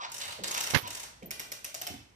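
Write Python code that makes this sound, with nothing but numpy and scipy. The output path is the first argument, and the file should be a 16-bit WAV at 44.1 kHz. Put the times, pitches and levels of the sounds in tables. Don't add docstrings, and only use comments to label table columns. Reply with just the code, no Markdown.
import sys
import numpy as np
from scipy import signal
from scipy.fft import rfft, irfft
from scipy.io import wavfile
from scipy.ndimage import uniform_filter1d

SR = 44100
rng = np.random.default_rng(int(sys.argv[2]) if len(sys.argv) > 2 else 0)


def unload_wav(signal):
    wavfile.write(
        sys.argv[1],
        SR,
        np.round(np.clip(np.atleast_2d(signal).T, -1, 1) * 32767).astype(np.int16),
    )


def invert_db(x):
    u = np.asarray(x, float) / 20
    return 10 ** u


N = 94815
T = np.arange(N) / SR

# pitch_hz, width_hz, level_db
HUM = [(60, 0.6, -66.5), (110, 100, -66), (990, 3.3, -77)]
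# freq_hz, level_db
AIR_SPECTRUM = [(18, -46), (30, 7), (116, -26), (185, -13), (267, -13), (415, -17.5), (2370, -23),
                (7000, -32.5), (15000, -43)]
# start_s, level_db,
# centre_hz, width_hz, decay_t60_s
THUMPS = [(.002, -37.5, 1160, 199, 0.3), (.09, -64, 110, 50, 0.91), (0.215, -36.5, 3830, 2590, 0.18),
          (0.262, -57.5, 102, 62.4, 0.85), (0.438, -37, 4500, 1500, 0.11), (0.388, -47, 460, 400, 1),
          (0.394, -45.5, 181, 68, 0.34), (0.829, -48, 110, 69, .4), (0.834, -52.5, 283, 152, 0.55),
          (1.224, -49, 400, 486, 0.58), (1.227, -56, 634, 122, 0.26), (1.228, -63, 3130, 200, 0.31),
          (1.232, -45.5, 195.5, 70.5, 0.35), (1.308, -58, 600, 203.5, 1), (1.519, -56, 567, 118.6, 0.38),
          (1.648, -58, 600, 149, 0.58), (1.745, -45.5, 677, 110, 0.29), (1.815, -45, 720, 150, 0.17),
          (1.866, -43.5, 720, 155, 0.37), (1.904, -40.5, 258, 110, 0.31), (1.905, -46.5, 98, 49.4, 0.52)]
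# start_s, rise_s, fall_s, level_db, whistle_share_db
SCRAPES = [
    (0.047, 0.033, 0.016, -36.5, -5.5),
    (0.228, 0.012, 0.082, -46, -54),
    (0.307, 0.049, 0.011, -70.5, 21),
    (0.581, 0.078, 0.022, -37, -13.5),
    (0.874, 0.034, 0.0096, -41, -1.5),
]
# freq_hz, level_db
CLOTH_SPECTRUM = [(120, -87), (200, -43.5), (967, -10.5), (1640, -17), (3680, -13.5), (6150, -23),
                  (9770, -49), (12000, -90), (15600, -85), (22000, -120)]
# start_s, level_db, hub_share_db
SPIN_A = [(0.0963, -48, -9), (0.1175, -29.5, -17), (0.142, -29, -7.5), (0.1635, -33.5, -3),
          (0.1806, -29.5, -26), (0.1991, -37, 6.5), (0.2139, -29, -9.5), (0.2351, -39, 8.5),
          (0.2521, -36, 2), (0.2786, -37, 7.5), (0.2916, -44, 7.5), (0.3067, -40, 8), (0.3214, -38, 8.5)]
# start_s, level_db, hub_share_db, nut_ring_hz, hub_ring_hz
SPIN_B = [(0.437, -25, 1.5, 7600, 4100), (0.4761, -24, -9, 4900, 2540), (0.5101, -22, -17.5, 6800, 2670),
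          (0.5435, -23, -13.5, 5600, 2630), (.574, -23, -2.5, 5600, 2620), (0.6052, -21.5, -10, 6300, 2800),
          (0.636, -23, -8, 5410, 2720), (0.6675, -24.5, -3.5, 5700, 2970),
          (0.7028, -22.5, -7.5, 5900, 3010)]
# start_s, level_db, hub_share_db
SPIN_C = [(0.874, -30.5, 0.5), (.904, -29, -5.5), (.928, -34, -12), (.948, -28, -6.5), (.971, -32, -5.5),
          (.997, -30.5, -7), (1.0313, -31, -4.5)]
# start_s, level_db, hub_share_db, nut_ring_hz, hub_ring_hz
SLOW_CATCHES = [(1.2254, -62, 19, 6300, 2300), (1.3075, -29, -3, 5330, 2200), (1.3956, -30, -3, 5590, 2230),
                (1.518, -30, -7.5, 5720, 2220), (1.6444, -30.5, -3, 6050, 2550),
                (1.7433, -31, -8.5, 5790, 2340), (1.8146, -30, -4, 6040, 2970),
                (1.868, -30, -0.5, 5440, 3140)]
# freq_hz, width_hz, level_db
NUT_MODES = [(5170, 83, -36), (5670, 35, 2.5), (5600, 420, -5), (6450, 17, 6), (7100, 470, -0.5),
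             (8180, 39, -0.5), (9860, 160, -4.5), (12600, 140, -3), (14500, 110, 2)]
# freq_hz, width_hz, level_db
NUT_SLOW_MODES = [(5300, 175, 3), (6700, 180, 10.5), (8260, 53, 4.5), (9700, 110, 3), (10300, 47, -13),
                  (12700, 750, 8.5), (14300, 120, 5)]
# freq_hz, width_hz, level_db
HUB_MODES = [(573, 14.3, 8), (990, 28, -1), (2140, 26, 0.5), (2940, 75, 3.5), (3830, 69, 1.5),
             (4450, 70, 0)]
# freq_hz, width_hz, level_db
HUB_SLOW_MODES = [(2270, 22, -21), (5270, 450, -20)]
# freq_hz, t60_s
ROOM_T60 = [(125, 0.57), (500, 0.78), (2000, 0.58), (6000, 0.5), (14000, 0.3)]
# start_s, rise_s, fall_s, level_db
GUSTS = [
    (.7388, 0.00069, 0.006, -2),
    (.7465, 0.00054, 0.0072, -15.5),
    (0.762, 0.0095, 0.0065, -18.5),
    (0.774, 0.0074, 0.02, -25.5),
]
# freq_hz, level_db
GUST_SPECTRUM = [(300, -4.5), (750, -9.5), (1100, -6.5), (2200, -6.5), (4300, -12), (6800, -20.5),
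                 (8600, -67), (10500, -24), (14000, -37)]
# start_s, level_db
POPS = [
    (0.7376, -15),
    (0.7458, -18.5),
]
# pitch_hz, level_db
FLUTTER = [(58, -28.5), (100, -20), (143, -19.5), (240, -26.5), (530, -28), (1725, -25), (2100, -26.5)]
# start_s, level_db
PINGS = [
    (.813, -42),
    (1.257, -38),
]
# freq_hz, left_over_right_db
PORT_BALANCE = [(100, -1.5), (1000, -0.5), (4000, -2.5), (8000, 2.5), (14000, -0.5)]

FAST_NUT_DB, FAST_HUB_DB, FAST_FLOOR_HZ = -11, 0.5, 600
SLOW_NUT_DB, SLOW_HUB_DB, SLOW_FLOOR_HZ = -5.5, -7.5, 1820
BOUNCE_DELAY_S, BOUNCE_DULL_HZ = 0.0046, 8000
CLEAR_CHATTER_S, CLEAR_BOUNCE_DB = 0.0025, 3
LOOSE_CHATTER_S, LOOSE_BOUNCE_DB = 0.0038, 0
CHATTER_ROUGH_DB, PORT_UNLIKE = 4, 0.7
STRIKE_DIP_HZ, STRIKE_DIP = 6500, 0.6
MODE_WIDEN, MODE_SCATTER_DB, MODE_JITTER = 2.5, 2.5, 0.015
ROOM_WIDEN, DIRECT_BROAD_DB = 4.5, -7
BROAD_NUT_DB, BROAD_HUB_DB = -8, -6
NUT_RING_DB, HUB_RING_DB, RING_ROOM_DB = 8.5, 9, 14
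RING_WIDTH_HZ, RING_ECHO_DB = 170, -7


def unit(x):
    return x / rms(x)


def rms(x):
    return np.sqrt(np.mean(x ** 2, axis=-1, keepdims=True))


def curve(table, hz):
    table = np.array(table, float)
    return np.interp(np.log(hz + 1), np.log(table[:, 0]), table[:, 1])


def shaped(x, gain):
    n = x.shape[-1]
    return irfft(rfft(x) * gain(np.arange(n // 2 + 1) * SR / n), n)


def coloured(table):
    return unit(shaped(rng.standard_normal(N), lambda f: invert_db(curve(table, f))))


def peak(f, hz, width_hz):
    return 1 / (1 + 2j * (f - hz) / width_hz)


def bump(start_s, rise_s, fall_s):
    rise = np.exp(-((T - start_s) / rise_s) ** 2)
    fall = np.exp(-np.maximum(T - start_s, 0) / fall_s)
    return np.where(T < start_s, rise, fall)


def flicker(rate_hz):
    return unit(shaped(rng.standard_normal(N), lambda f: 1 / (1 + (f / rate_hz) ** 2)))


def background():
    hum = 0
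    for hz, width_hz, db in HUM:
        hum = hum + invert_db(db) * unit(shaped(rng.standard_normal(N), lambda f: peak(f, hz, width_hz)))
    air = invert_db(-62.5) * np.array([coloured(AIR_SPECTRUM), coloured(AIR_SPECTRUM)])
    wake_s = 0.14
    swell = 1 - np.exp(-(T / wake_s + 0.5) ** 4)
    return (hum + air) * swell


def thumps():
    out = 0
    for start_s, db, hz, width_hz, t60_s in THUMPS:
        noise = rng.standard_normal((2, N))
        mid, side = unit(shaped(noise, lambda f: peak(f, hz, width_hz) ** 2 * f / (f + 80)))
        stereo = mid + 0.22 * side * np.array([[1], [-1]])
        out = out + invert_db(db) * bump(start_s + 0.0011, 0.0037, t60_s / np.log(1000)) * stereo
    return out


def glove():
    hiss = coloured(CLOTH_SPECTRUM) * invert_db(2.5 * flicker(90))
    whistle = unit(shaped(rng.standard_normal(N), lambda f: peak(f, 995, 45)))
    out = 0
    for start_s, rise_s, fall_s, db, whistle_db in SCRAPES:
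        out = out + invert_db(db) * bump(start_s, rise_s, fall_s) * (hiss + invert_db(whistle_db) * whistle)
    return out


def body(modes, f, broad):
    wide = np.array([1, ROOM_WIDEN])[:, None, None]
    response = broad * invert_db(np.array([DIRECT_BROAD_DB, 0]))[:, None, None]
    for hz, width_hz, db in modes:
        level_draw, pitch_draw = rng.standard_normal(2)
        mode = peak(f, hz * (1 + MODE_JITTER * pitch_draw), wide * MODE_WIDEN * width_hz)
        response = response + invert_db(db + MODE_SCATTER_DB * level_draw) * mode / np.sqrt(wide)
    return response


def struck(hz, u, strikes):
    damp = np.pi * RING_WIDTH_HZ * np.array([[1], [1], [ROOM_WIDEN]])
    out = 0
    for delay_s, db in strikes:
        v = np.maximum(u - delay_s, 0)
        onset = 1 - np.exp(-v / 0.00053)
        out = out + invert_db(db) * onset * np.exp(-damp * v) * np.sin(2 * np.pi * hz * v)
    return out


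def thread_chatter(u, clear):
    n = len(u)
    length_s = CLEAR_CHATTER_S if clear else LOOSE_CHATTER_S
    bounce_db = CLEAR_BOUNCE_DB if clear else LOOSE_BOUNCE_DB
    dip = STRIKE_DIP if clear else 0

    def lump(v):
        v = np.maximum(v, 0)
        return v / length_s * np.exp(1 - v / (length_s / 2))

    common, rough, unlike = rng.standard_normal((3, n))
    grit = np.array([common + PORT_UNLIKE * unlike, common - PORT_UNLIKE * unlike])
    grit = grit * invert_db(CHATTER_ROUGH_DB * rough)
    bounce = shaped(grit * lump(u - BOUNCE_DELAY_S), lambda f: 1 / (1 + (f / BOUNCE_DULL_HZ) ** 2))
    strike = shaped(grit * lump(u),
                    lambda f: 1 - dip * np.exp(-np.log2((f + 1) / STRIKE_DIP_HZ) ** 2 * 3))
    direct = strike + invert_db(bounce_db) * bounce
    blunt = np.sqrt(uniform_filter1d(np.abs(rfft(direct)) ** 2, size=160))
    return np.array([direct, np.roll(irfft(blunt, n), shift=120, axis=1)])


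def catches(rows, nut, hub, nut_db, hub_db, floor_hz):
    n = 4096
    out = np.zeros((3, N + n))
    u = np.arange(n) / SR
    f = np.arange(n // 2 + 1) * SR / n
    nut_broad = invert_db(BROAD_NUT_DB) * peak(f, 5000, 13000) * f ** 2 / (f ** 2 + 4000 ** 2)
    hub_broad = invert_db(BROAD_HUB_DB) * peak(f, 2800, 2600)

    def ring(chatter, modes, broad):
        x = shaped(chatter, lambda f: body(modes, f, broad))
        return x / np.sqrt(np.mean(x[0, :, :500] ** 2))

    for start_s, db, hub_share_db, *ring_hz in rows:
        chatter = thread_chatter(u, bool(ring_hz))
        nut_sound = ring(chatter, nut, nut_broad)
        hub_sound = shaped(ring(chatter, hub, hub_broad), lambda f: 1 / (1 + (floor_hz / (f + 1)) ** 7))
        both = nut_sound + invert_db(hub_share_db + hub_db) * hub_sound
        sound = np.array([both[0, 0], both[0, 1], both[1, 0]])
        if ring_hz:
            nut_ring = struck(ring_hz[0], u, [(0, RING_ECHO_DB), (BOUNCE_DELAY_S, 0)])
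            hub_ring = struck(ring_hz[1], u, [(0, 0), (BOUNCE_DELAY_S, RING_ECHO_DB / 2)])
            clear = invert_db(NUT_RING_DB) * nut_ring + invert_db(HUB_RING_DB + hub_share_db) * hub_ring
            sound += invert_db(np.array([0, 0, RING_ROOM_DB]))[:, None] * clear
        i = int((start_s - 0.0003) * SR)
        out[:, i:i + n] += invert_db(db + nut_db) * sound
    return out[:, :N]


def garage(x):
    u, tail = T[:SR], 0
    for hz in 90 * 2 ** np.arange(0, 8, 0.5):
        band = shaped(rng.standard_normal((3, SR)),
                      lambda f: np.exp(-(np.log2((f + 1) / hz) * 2) ** 2))
        tail = tail + band * invert_db(-60 * u / curve(ROOM_T60, hz))
    likeness, rise_s = 0.15, 0.005
    tail = np.sqrt(likeness) * tail[2] + np.sqrt(1 - likeness) * tail[:2]
    tail = tail * (1 - np.exp(-(u / rise_s) ** 2))
    return invert_db(-5.5) * signal.fftconvolve(x[None], unit(tail) / np.sqrt(SR), axes=1)[:, :N]


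def puff():
    rasp = shaped(coloured(GUST_SPECTRUM), lambda f: f ** 2 / (f ** 2 + 200 ** 2))
    rasp = rasp * invert_db(2.5 * flicker(230))
    first_gust_top_db, overload, pop_s = -23, 0.36, 0.0006
    gusts = 0
    for k, (start_s, rise_s, fall_s, db) in enumerate(GUSTS):
        if k == 0:
            db = min(db, first_gust_top_db)
        gusts = gusts + invert_db(db) * bump(start_s, rise_s, fall_s)
    blow = overload * np.tanh(rasp * gusts / overload)
    pops = sum(invert_db(db) * np.exp(-((T - start_s) / (pop_s / 2)) ** 2) for start_s, db in POPS)
    flutter = sum(invert_db(db) * np.sin(2 * np.pi * hz * (T - 0.768)) for hz, db in FLUTTER)
    flutter = flutter * bump(0.765, 0.015, 0.0044)
    leak = unit(shaped(rng.standard_normal(N), lambda f: peak(f, 12300, 5800) ** 3))
    leak = invert_db(-36) * leak * bump(0.781, 0.021, 0.022)
    return blow - pops + flutter + leak


def ping():
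    pitch_hz, t60_s = 14080, 0.055
    level = sum(invert_db(db) * bump(start_s + 0.0027, 0.001, t60_s / np.log(1000)) for start_s, db in PINGS)
    return level * np.sin(2 * np.pi * pitch_hz * T + flicker(60))


def scene():
    spins = catches(SPIN_A + SPIN_B + SPIN_C, NUT_MODES, HUB_MODES,
                    FAST_NUT_DB, FAST_HUB_DB, FAST_FLOOR_HZ)
    slow = catches(SLOW_CATCHES, NUT_SLOW_MODES, HUB_SLOW_MODES,
                   SLOW_NUT_DB, SLOW_HUB_DB, SLOW_FLOOR_HZ)
    near = spins + slow + glove()
    left, right = near[:2] + garage(near[2]) + ping() + thumps() + background()
    lag_samples = 16
    left = shaped(np.roll(left, lag_samples), lambda f: invert_db(curve(PORT_BALANCE, f)))
    return np.array([left, right + puff()])


def roll_off(x):
    return signal.sosfilt(signal.butter(12, 15980, fs=SR, output="sos"), x)


def record(dry):
    mix = shaped(dry, lambda f: 1 / (1 + (f / 14560) ** 160) * f ** 4 / (f ** 4 + 45 ** 4))
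    return roll_off(mix)


dry = scene()
out = record(dry)
unload_wav(out)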